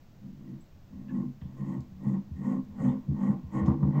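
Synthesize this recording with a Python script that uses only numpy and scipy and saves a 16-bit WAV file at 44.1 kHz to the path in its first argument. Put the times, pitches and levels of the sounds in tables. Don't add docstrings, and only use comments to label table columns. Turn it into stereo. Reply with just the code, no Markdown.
import sys
import numpy as np
from scipy import signal
from scipy.fft import rfft, irfft
from scipy.io import wavfile
from scipy.ndimage import uniform_filter1d

SR = 44100
rng = np.random.default_rng(int(sys.argv[2]) if len(sys.argv) > 2 else 0)


def inscribe(sig):
    pcm = np.round(np.clip(np.atleast_2d(sig).T, -1, 1) * 32767)
    wavfile.write(sys.argv[1], SR, pcm.astype(np.int16))


N = 176400
LEFT_VS_RIGHT = np.array([[1], [-1]])


def undb(db):
    return 10 ** (np.asarray(db) / 20)


def unit(x):
    return x / np.sqrt(np.mean(x ** 2))


def steady(x, span_s):
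    power = np.mean(np.atleast_2d(x) ** 2, axis=0)
    span = max(int(span_s * SR), 2)
    smooth_power = uniform_filter1d(uniform_filter1d(power, span), span)
    return x / np.sqrt(np.abs(smooth_power) + 1e-18)


def wander(per_s):
    hold = int(SR / per_s)
    steps = np.repeat(rng.standard_normal(N // hold + 1), hold)
    return 1.3 * uniform_filter1d(uniform_filter1d(steps, hold), hold)[:N]


def frequencies():
    return np.maximum(np.arange(N + 1) * SR / (2 * N), 1)


def colour(x, points):
    hz, db = np.array(points).T
    gain = undb(np.interp(np.log(frequencies()), np.log(hz), db))
    cepstrum = irfft(np.log(gain))
    cepstrum[1:N] *= 2
    cepstrum[N + 1:] = 0
    return irfft(rfft(x, 2 * N) * np.exp(rfft(cepstrum)))[..., :N]


def ring(x, notes):
    f = frequencies()
    gain = 0
    for k, (hz, width, db) in enumerate(notes):
        resonance = undb(db) / (1 + 1j * (f * f - hz * hz) / (f * width))
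        softening = 1 + 1j * f / hz - (f / hz) ** 2 / 2
        gain = gain + (-1) ** k * resonance / softening
    return irfft(rfft(x, 2 * N) * gain)[..., :N]


def burst(fade_s, channels):
    t = np.arange(SR // 2) / SR
    x = rng.standard_normal((channels, len(t))) * np.exp(-np.log(1000) * t / fade_s)
    return x / np.sqrt(np.sum(x ** 2, axis=1, keepdims=True))


def clicks(times, sizes):
    inside = (times >= 0) & (times < (N - 1) / SR)
    return np.bincount((times[inside] * SR).astype(int), sizes[inside], N)


def impacts(per_s, jitter, scatter_db):
    gap, size = rng.standard_normal((20000, 2)).T
    times = np.cumsum(np.exp(jitter * gap)) / per_s
    hits = clicks(times, undb(scatter_db * size))
    return hits - hits.mean()


def pan(x, pan_db):
    return x * undb(LEFT_VS_RIGHT * pan_db / 2)


def room(x, echo_db, pan_db=0):
    echo = signal.fftconvolve(x[None], burst(fade_s=.2, channels=2), axes=1)[:, :N]
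    return pan((x + undb(echo_db) * echo) / np.hypot(1, undb(echo_db)), pan_db)


# (frequency [Hz], level [dB])
AIR_TONE = [(20, 4), (33, 2.5), (50, -10.5), (80, -0.5), (140, -1), (250, -10), (400, -19.5), (630, -19.5),
            (1050, -26.5), (1600, -29.5), (3200, -34), (6500, -37.5), (8000, -44.5), (10000, -60.5),
            (13000, -52)]
# (frequency [Hz], level [dB])
MIC_TONE = [(11000, -30), (12400, -11.5), (13000, -9.5), (16000, -8)]


def room_tone():
    middle, side = colour(rng.standard_normal((2, N)), AIR_TONE)
    side = signal.sosfilt(signal.butter(1, 456, "high", fs=SR, output="sos"), side)
    air = unit(middle + undb(1) * side * LEFT_VS_RIGHT)
    hiss = unit(colour(rng.standard_normal((2, N)), MIC_TONE)) * undb([[2.2], [-3.2]])
    return undb(-53) * air + undb(-74.5) * hiss


# (peak time [s], rise [s], fall [s], four levels, one per hum note [dB],
# rattle level [dB], shell level [dB], end cap level [dB])
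MOTOR_SWELLS = [(0.28, 0.047, 0.055, -47, -42, -46, -63, -71, -90, -81),
                (0.534, 0.1, 0.049, -40.5, -42.5, -47.5, -52.5, -69.5, -72.5, -76),
                (0.991, 0.05, 0.2, -46, -42, -47.5, -61.5, -67, -72.5, -78.5),
                (1.191, 0.061, 0.056, -36.5, -30.5, -30.5, -41.5, -53.5, -56.5, -66),
                (1.258, 0.034, 0.048, -38.5, -47, -39, -61, -71, -68.5, -74),
                (1.461, 0.018, 0.16, -46.5, -48, -58.5, -69, -68, -70.5, -82),
                (1.622, 0.031, 0.023, -33, -40.5, -41.5, -52, -54.5, -58, -63.5),
                (1.734, 0.073, 0.067, -37.5, -34, -38.5, -44.5, -52, -55.5, -61),
                (2.119, 0.062, 0.065, -30.5, -27, -47.5, -47, -49.5, -57, -62),
                (2.412, 0.028, 0.073, -36.5, -34.5, -52.5, -60, -77, -74, -67),
                (2.52, 0.061, 0.065, -37.5, -28, -28.5, -52.5, -45, -49, -57),
                (2.873, 0.055, .072, -31, -28.5, -26.5, -48, -41, -50.5, -54.5),
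                (3.12, 0.024, 0.037, -28.5, -30, -44.5, -53.5, -69, -77, -87),
                (3.282, 0.071, 0.069, -35, -26.5, -33.5, -45, -43.5, -49, -58),
                (3.587, 0.033, 0.097, -30.5, -28, -35.5, -37.5, -41, -44, -53.5),
                (3.719, 0.038, 0.038, -27.5, -34.5, -28, -31, -40.5, -49, -66.5),
                (3.87, 0.054, .045, -23.5, -29, -40.5, -40, -45.5, -54, -77),
                (4.00, 0.049, 0.076, -21.5, -33.5, -37, -59.5, -40.5, -46.5, -56)]


def swelling(levels_db, lead_s, length=1):
    steepness, tail_db, tail_stretch = 2.42, -19.5, 2.32
    t = np.arange(0, N + 64, 64) / SR + lead_s
    power = 0
    for (at, rise, fall, *_), db in zip(MOTOR_SWELLS, levels_db):
        away = np.abs(t - at) / (length * np.where(t < at, rise, fall))
        peak = np.exp(-away ** steepness)
        tails = undb(tail_db) ** 2 * np.exp(-(away / tail_stretch) ** 2)
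        power = power + undb(db) ** 2 * (peak + tails)
    return np.interp(np.arange(N) / SR + lead_s, t, np.sqrt(power))


HUM_NOTES = [139, 195, 250, 329]
HUM_DELAYS = [0.0045, -0.006, 0.0069, -0.0023]
# (pitch [Hz], width [Hz], level [dB])
TABLE_NOTES = [(130, 6.8, -22.5), (155, 10, -3.5), (209.6, 6.3, 5), (231, 23, -2), (265, 31, -4),
               (303.7, 61, -10.5), (395, 4.7, -30)]


def rotor():
    levels = np.array(MOTOR_SWELLS).T[3:7]
    swells = np.array([swelling(db, lead_s=-delay) for db, delay in zip(levels, HUM_DELAYS)])
    hum = 0
    for hz, swell in zip(HUM_NOTES, swells):
        pitch = hz * (1 + .028 * wander(per_s=24))
        phase = 2 * np.pi * np.cumsum(pitch) / SR
        flutter = undb(2.6 * wander(per_s=32))
        hum = hum + swell * unit(np.sin(phase) * flutter)
    judder = impacts(per_s=56, jitter=.25, scatter_db=2)
    rumble = steady(ring(judder, TABLE_NOTES), span_s=.06) * np.linalg.norm(swells, axis=0)
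    return room(undb(-2.5) * hum + undb(-8) * rumble, echo_db=-14, pan_db=1.3)


def radiate(pair, pan_db):
    middle, side = pair
    return pan(room(middle, echo_db=-17.5) + undb(-2) * side * LEFT_VS_RIGHT, pan_db)


# (pitch [Hz], width [Hz], level [dB])
HOUSING_NOTES = [(451, 9, 7), (478, 11, 6), (535, 8, 11.5), (595, 14, 2), (655, 25, -3), (730, 40, -5),
                 (796, 24, 1.5), (868, 20, 2.5), (938, 24, 1.5), (1005, 30, -1), (1148, 22, -3),
                 (1267, 24, -8), (1440, 60, -22), (1600, 80, -23)]
SHELL_NOTES = [(1046, 10, 0), (1092, 12, -2.5)]
CAP_NOTES = [(1825, 50, -5), (1886, 32, 0), (1925, 32, -.5), (1985, 50, -5), (2090, 45, -9),
             (3200, 220, -26)]
# (frequency [Hz], level [dB])
SCRAPE_TONE = [(380, -22), (480, -4), (900, 0), (1200, -2), (1600, -7), (2150, -10), (2600, -21),
               (4500, -29), (8000, -50)]
GRIT_TONE = [(2000, -14), (3200, -3), (4000, -9), (5200, -9), (6500, 2), (8000, -1), (9500, -13),
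             (12000, -20), (15500, -20)]


def bearings():
    rattle_db, shell_db, cap_db = np.array(MOTOR_SWELLS).T[7:]
    balls = np.array([impacts(per_s=1500, jitter=.97, scatter_db=3) for _ in range(2)])
    rattle = unit(ring(balls, HOUSING_NOTES)) + undb(-12) * unit(colour(balls, SCRAPE_TONE))
    rattle = steady(radiate(rattle, pan_db=1.5), span_s=.02)
    shell = steady(radiate(ring(balls, SHELL_NOTES), pan_db=0), span_s=.074)
    cap = steady(radiate(ring(balls, CAP_NOTES), pan_db=-3), span_s=.18)
    grit = colour(impacts(per_s=9000, jitter=.98, scatter_db=3), GRIT_TONE)
    hiss = unit(room(grit, echo_db=2, pan_db=-2))
    return (rattle * swelling(rattle_db, lead_s=.011)
            + shell * swelling(shell_db, lead_s=.0071)
            + (cap + undb(-12.5) * hiss) * swelling(cap_db, lead_s=.026, length=.8))


# (time [s], level [dB], low edge [Hz], high edge [Hz], fade [s])
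SMALL_TICKS = [(.606, -63, 7500, 7900, 0.033), (.62, -62.5, 7400, 8100, 0.035),
               (1.083, -52, 1520, 3100, 0.06), (1.092, -49, 1504, 1740, 0.039),
               (1.106, -55, 1660, 2960, 0.026), (1.414, -51, 1610, 3440, 0.047),
               (1.432, -65.5, 2940, 3550, 0.26), (1.806, -50, 3200, 7640, 0.012),
               (2.034, -62.5, 6830, 10900, 0.04), (2.649, -61.5, 2020, 8000, 0.03),
               (2.782, -46.5, 644, 1420, 0.045), (2.885, -55, 2790, 3640, 0.22),
               (3.659, -48, 2400, 6940, 0.13)]


def ticks():
    track = np.zeros(N)
    for at, db, low, high, fade_s in SMALL_TICKS:
        band = signal.butter(4, [low, high], "band", fs=SR, output="sos")
        tick = signal.sosfilt(band, burst(fade_s, channels=1)[0])
        start = int(at * SR)
        track[start:start + len(tick)] += (undb(db) * tick / np.abs(tick).max())[:N - start]
    return room(track, echo_db=-.82)


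# (time [s], knock level [dB], rocking level [dB])
TABLE_THUMPS = [(0.719, -63.5, -52.5), (0.925, -36.5, -44), (1.414, -32.5, -37.5), (1.45, -31, -49),
                (1.781, -30, -38.5), (1.913, -36.5, -44.5), (2.065, -21.5, -52), (2.306, -30.5, -32),
                (2.697, -42, -43), (2.804, -22.5, -55.5), (2.86, -23.5, -45.5), (2.875, -25, -45.5),
                (3.083, -18.5, -28.5), (3.294, -17.5, -47), (3.432, -31, -36), (3.615, -28.5, -26.5),
                (3.676, -12, -24.5), (3.826, -15.5, -28), (3.842, -18, -52)]
# (pitch [Hz], width [Hz], level [dB])
KNOCK_NOTES = [(140.4, 30, 5.5), (195.1, 40, 3), (240, 100, -8.5), (318, 20, -15.5), (446, 50, -21.5)]
ROCK_NOTES = [(78, 13, 0), (96, 22, -8)]
# (frequency [Hz], level [dB])
PUSH_TONE = [(30, -32.5), (50, -19), (70, -5), (250, -4.5), (400, -15.5), (800, -18.5), (3000, -44.5)]


def thumps():
    at, knock_db, rock_db = np.array(TABLE_THUMPS).T
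    track = 0
    for notes, db in ((KNOCK_NOTES, knock_db), (ROCK_NOTES, rock_db)):
        blow = colour(ring(signal.unit_impulse(N), notes), PUSH_TONE)
        track = track + signal.fftconvolve(clicks(at, undb(db)), blow / np.abs(blow).max())[:N]
    return room(track, echo_db=-10.5)


# (time [s], level [dB])
JOLTS = [(1.419, -50), (1.436, -62), (3.681, -27), (3.706, -32.5), (3.83, -32)]
# (frequency [Hz], level [dB])
CRACK_TONE = [(300, -20), (450, -3), (850, 0), (1200, -4), (1500, -14), (2000, -17), (2400, -32),
              (5000, -50)]


def clunks():
    at, db = np.array(JOLTS).T
    contact = np.zeros((2, N))
    contact[:, :SR // 2] = burst(fade_s=.03, channels=2)
    ringing = unit(ring(contact, HOUSING_NOTES + SHELL_NOTES))
    crack = unit(colour(contact, CRACK_TONE))
    blow = radiate(ringing + undb(-1) * crack, pan_db=1.5)
    return signal.fftconvolve(clicks(at, undb(db))[None], blow / np.abs(blow).max(), axes=1)[:, :N]


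def scene():
    return room_tone() + rotor() + bearings() + ticks() + thumps() + clunks()


def record(dry):
    return signal.sosfilt(signal.ellip(10, .2, 70, 15750, fs=SR, output="sos"), dry)


dry = scene()
out = record(dry)
inscribe(out)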